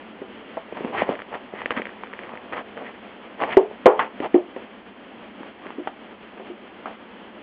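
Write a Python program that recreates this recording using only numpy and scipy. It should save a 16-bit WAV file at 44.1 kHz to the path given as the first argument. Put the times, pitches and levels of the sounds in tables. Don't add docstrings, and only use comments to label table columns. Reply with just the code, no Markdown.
import sys
import numpy as np
from scipy import signal
from scipy.fft import rfft, irfft, next_fast_len
from scipy.io import wavfile

SR = 44100
rng = np.random.default_rng(int(sys.argv[2]) if len(sys.argv) > 2 else 0)


def transcribe(u):
    v = np.clip(np.atleast_2d(u).T, -1, 1)
    q = np.round(v * 32767).astype(np.int16)
    wavfile.write(sys.argv[1], SR, q)


N = 327422
TIME = np.arange(N) / SR
AGE = np.arange(SR // 2) / SR

# f/Hz, level/dB
CLOTH = [(40, -1), (130, 5.5), (210, 2), (500, 7), (1000, 3.5), (2000, -1.5), (3200, -8.5), (5000, -9)]


def amp(db):
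    return 10 ** (np.asarray(db) / 20)


def unit(x):
    return x / np.sqrt(np.mean(x ** 2))


def peaked(x):
    return x / np.abs(x).max()


def fade(t60_s):
    return np.exp(-np.log(1000) * AGE / t60_s)


def colour(x, points):
    hz, db = np.transpose(points)
    size = next_fast_len(len(x) + SR // 10)
    bin_hz = np.maximum(np.fft.rfftfreq(size, 1 / SR), 1)
    gain = amp(np.interp(np.log(bin_hz), np.log(hz), db))
    return irfft(rfft(x, size) * gain, size)[:len(x)]


def resonate(x, hz, q):
    return signal.lfilter(*signal.iirpeak(min(hz, SR / 4), max(q, 0.3), fs=SR), x)


def add(track, start_s, sound):
    i = int(start_s * SR)
    track[i:i + len(sound)] += sound[:N - i]


def snap(hz, cycles):
    return peaked(np.sin(2 * np.pi * hz * AGE) * fade(max(cycles, 1) / hz))


def push(hz, cycles):
    return 1 - np.exp(-(AGE * hz / cycles) ** 2)


def air(hiss_db=-41.5, waver_db=1.5, stir_db=-49, stir_swing_db=3):
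    def waver(count):
        return np.interp(TIME, np.linspace(0, TIME[-1], count), rng.standard_normal(count))
    # f/Hz, level/dB
    spectrum = [(30, 2.5), (60, -7.5), (170, -9), (205, 0), (250, -2.5), (400, -5.5), (700, -8),
                (1200, -11.5), (1450, -9), (1900, -15), (3200, -19), (5000, -20)]
    hiss = unit(colour(rng.standard_normal(N), spectrum)) * amp(hiss_db + waver_db * waver(150))
    stir = unit(colour(rng.standard_normal(N), CLOTH)) * amp(stir_db + stir_swing_db * waver(220))
    on_cushion = np.interp(TIME, [0.15, 0.7, 3.5, 4.5], [0, 1, 1, 0])
    return hiss + on_cushion * stir


def room(x, wet_db=-19, gap_s=0.0026, t60_s=0.3):
    onset = np.clip(AGE / gap_s - 1, 0, 1)
    tail = rng.standard_normal(len(AGE)) * fade(t60_s) * onset
    return x + amp(wet_db) * signal.fftconvolve(x, tail / np.linalg.norm(tail))[:N]


def strokes(slips_per_s=1800, spread_db=4, slip_share=0.83, rise_share=0.47,
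            fast_rub_db=7, slow_rub_db=6, slow_rub_hz=674):
    def rub(cloth, hz):
        q = 1.3 * np.sqrt(hz / 1000)
        return resonate(resonate(cloth, hz, q)[::-1], hz, q)[::-1]
    # peak t/s, length/s, level/dB, full-speed rub f/Hz
    swipes = [(0.769, 0.035, -32, 804), (0.846, 0.19, -34.5, 327), (.948, .042, -27, 755),
              (0.996, 0.078, -23.5, 1930), (1.106, 0.1, -29.5, 598), (1.345, 0.053, -31, 1000),
              (1.593, 0.14, -37.5, 1770), (1.719, 0.017, -28, 1780), (1.777, 0.054, -27.5, 1710),
              (2.307, 0.22, -42.5, 1000), (2.534, 0.026, -25.5, 1520), (2.58, 0.057, -29, 1420),
              (2.799, .09, -36, 596), (2.87, 0.072, -37, 1830), (3.431, 0.063, -23, 820),
              (3.486, 0.046, -30, 895), (3.524, 0.052, -26.5, 2230), (4.022, 0.08, -29, 1310),
              (4.245, 0.049, -25.5, 685), (5.674, 0.14, -42.5, 1250), (6.379, 0.016, -38, 1980),
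              (6.879, 0.049, -38.5, 740)]
    out = np.zeros(N)
    t = np.arange(-SR // 3, SR // 3) / SR
    for peak_s, length_s, db, hz in swipes:
        sizes = amp(spread_db * np.minimum(rng.exponential(size=len(t)), 3))
        signs = rng.choice([-1, 1], len(t))
        slips = unit(sizes * signs * (rng.random(len(t)) < slips_per_s / SR))
        hiss = rng.standard_normal(len(t))
        cloth = colour(np.sqrt(slip_share) * slips + np.sqrt(1 - slip_share) * hiss, CLOTH)
        width_s = length_s * np.where(t < 0, rise_share, 1 - rise_share)
        speed = np.exp(-(t / width_s) ** 2)
        fast = unit(cloth + amp(fast_rub_db) * rub(cloth, hz))
        slow = unit(cloth + amp(slow_rub_db) * rub(cloth, min(hz, slow_rub_hz)))
        add(out, peak_s + t[0], amp(db) * speed * (speed * fast + (1 - speed) * slow))
    return out


def plucks(mean_gap_s=0.016, scatter_db=13, range_hz=(870, 2100), max_count=24):
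    # start t/s, length/s, typical level/dB
    bouts = [(1.165, .055, -33), (1.583, .045, -21.5), (1.724, .045, -31), (1.848, .06, -31.5),
             (2.034, .115, -32.5), (2.206, .18, -36), (2.768, .025, -22), (5.635, .08, -36)]
    for start_s, length_s, db in bouts:
        for k, (late, strength, pitch) in enumerate(rng.random((max_count, 3))):
            age_s = (k + late) * mean_gap_s
            if age_s < length_s:
                pluck_db = db + scatter_db * (2 * strength - 1)
                yield start_s + age_s, pluck_db, np.interp(pitch, [0, 1], range_hz)


def snags(thread_hz=1900, cover_hz=520, cover_db=-9, fibres_db=-19, fibres_t60_s=0.04):
    # t/s, level/dB, f/Hz
    catches = [(.8475, -23.5, 980), (1.154, -24.5, 1870), (1.202, -24, 1100), (1.346, -22, 1690),
               (1.659, -11, 1784), (1.707, -8.5, 1194), (1.7758, -15.5, 1900), (1.819, -17.5, 1980),
               (1.855, -19, 2000), (2.036, -19.5, 890), (2.136, -22.5, 1860), (2.191, -20.5, 1750),
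               (2.374, -25, 2010), (2.525, -21, 1100), (3.403, -20.5, 1000), (3.421, -12.5, 917),
               (3.437, -11.5, 1510), (5.432, -26.5, 890)]
    out = np.zeros(N)
    for start_s, db, hz in [*catches, *plucks()]:
        thread = peaked(resonate(snap(hz, cycles=5.7), thread_hz, q=1.4))
        twitch = snap(cover_hz, cycles=9.5)
        fibres = unit(resonate(rng.standard_normal(len(AGE)), thread_hz, q=0.47)) * fade(fibres_t60_s)
        add(out, start_s, amp(db) * (thread + amp(cover_db) * twitch + amp(fibres_db) * fibres))
    return out


def pats(slap_db=-11, slap_ratio=1.3, crush_db=-18, crush_t60_s=0.085,
         sink_hz=230, sink_db=-13, sink_delay_s=0.0043):
    # t/s, level/dB, thud f/Hz
    landings = [(0.7245, -20.5, 460), (0.8066, -19, 388), (0.8467, -17.5, 271), (1.008, -17, 800),
                (1.0201, -6.5, 650), (1.091, -9.5, 512), (1.097, -17.5, 282), (1.537, -22, 437),
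                (1.7706, -24, 246), (1.797, -20.5, 478), (2.337, -24.5, 640), (2.779, -26.5, 600),
                (2.822, -28.5, 550), (3.712, -25, 577)]
    out = np.zeros(N)
    for start_s, db, hz in landings:
        slap = amp(slap_db) * snap(slap_ratio * hz, cycles=5)
        thud = peaked(push(hz, cycles=0.57) * (snap(hz, cycles=5) + slap))
        crush = unit(colour(rng.standard_normal(len(AGE)), CLOTH)) * fade(crush_t60_s)
        add(out, start_s, amp(db) * (thud + amp(crush_db) * crush))
        add(out, start_s + sink_delay_s, amp(db + sink_db) * snap(sink_hz, cycles=7))
    return out


def blows(settle_s=0.0165, settle_db=-19, settle_hardness=0.2, settle_ring=2.3):
    # t/s, level/dB, centre f/Hz, hardness (0 paw pad, 1 toy), ring time factor
    impacts = [(0.217, -23.5, 400, 0.5, 0.56), (0.5703, -19, 640, 0.33, 0.27), (3.569, 0.5, 402, .2, 0.69),
               (3.858, 2, 490.5, 0.54, 1.18), (3.8666, -4.5, 604, 1, 0.69), (3.9932, -5, 966, .8, 0.55),
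               (4.2026, -15.5, 288, 0.86, .3), (4.3428, -2.5, 334, 0.06, 0.67), (4.563, -22, 467, .7, 0.49),
               (5.405, -28.5, 270, 0.3, 0.2), (5.661, -28, 402, 0.4, 0.23), (5.782, -22, 329, 0, 0.68),
               (5.8733, -13.5, 750, .75, 0.14), (6.397, -29.5, 423, .75, 0.87), (6.499, -27, 334, 0, 0.55),
               (6.8578, -19, 805, 1, .5)]
    for start_s, db, hz, hardness, ring in impacts:
        yield start_s, db, hz, hardness, ring
        yield start_s + settle_s, db + settle_db, hz, settle_hardness, ring * settle_ring


def knocks(dense_db=-14, dense_t60_s=0.25, dense_q=3.3, overtone_ratio=1.86,
           tick_hz=1850, scrape_db=-12, scrape_t60_s=0.054, low_cut_hz=89.3):
    # f/Hz, level/dB, t60/s
    modes = [(195, -5.5, .14), (300.5, 2.5, 0.11), (351, -6.5, 0.2), (391, 2.5, 0.14), (428.5, -11.5, 0.24),
             (476, -12, 0.11), (511.7, 2.5, .14), (603, -21.5, 0.24), (655.3, -7.5, 0.26),
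             (740, -19.5, 0.22), (770, 0, 0.089), (805, -7, 0.2), (950, -15, 0.08), (898, -1.5, 0.15),
             (1074, 12, 0.042), (1190, 9, 0.053), (1297, -5, 0.21), (1398, -15.5, .13), (1420, 1, 0.25),
             (1970, -12, .1)]
    mode_hz, mode_db, mode_t60_s = np.transpose(modes)
    out = np.zeros(N)
    for start_s, db, hz, hardness, ring in blows():
        spread_octaves = np.interp(hardness, [0, 1], [0.019, 0.63])
        tick_db = np.interp(hardness, [0, 1], [-19, -7.5])
        force = push(hz, cycles=np.interp(hardness, [0, 1], [1.206, 0.33]))
        gains = amp(mode_db) / (1 + (np.log2(mode_hz / hz) / spread_octaves) ** 2)
        board = sum(gain * np.sin(2 * np.pi * f * AGE) * fade(t60_s * ring)
                    for f, gain, t60_s in zip(mode_hz, gains, mode_t60_s))
        joints = resonate(rng.standard_normal(len(AGE)), hz, dense_q)
        dense = unit(resonate(joints, overtone_ratio * hz, dense_q)) * fade(dense_t60_s * ring)
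        scrape = unit(resonate(rng.standard_normal(len(AGE)), tick_hz, q=1)) * fade(scrape_t60_s)
        tick = snap(tick_hz, cycles=11) + amp(scrape_db) * scrape
        knock = peaked(force * board) + amp(dense_db) * force * dense + amp(tick_db) * tick
        add(out, start_s, amp(db) * knock)
    radiation = signal.butter(1, low_cut_hz, "high", fs=SR, output="sos")
    return signal.sosfilt(radiation, out)


def scene():
    return (air() + room(knocks() + pats() + strokes() + snags()))[None]


def record(dry, top_hz=16500):
    # f/Hz, gain/dB
    response = [(30, -28), (70, -7), (160, -7.5), (200, 2.5), (1200, 1), (1450, -3), (1900, 2.5), (2500, 2),
                (3200, 3.5), (3500, -4), (3850, -16), (4700, -20.5), (5200, -39), (5700, -90)]
    clipped = np.clip(colour(dry[0], response), -1, 1)
    low_pass = signal.ellip(8, 0.2, 70, top_hz, fs=SR, output="sos")
    return signal.sosfilt(low_pass, clipped)[None]


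dry = scene()
out = record(dry)
transcribe(out)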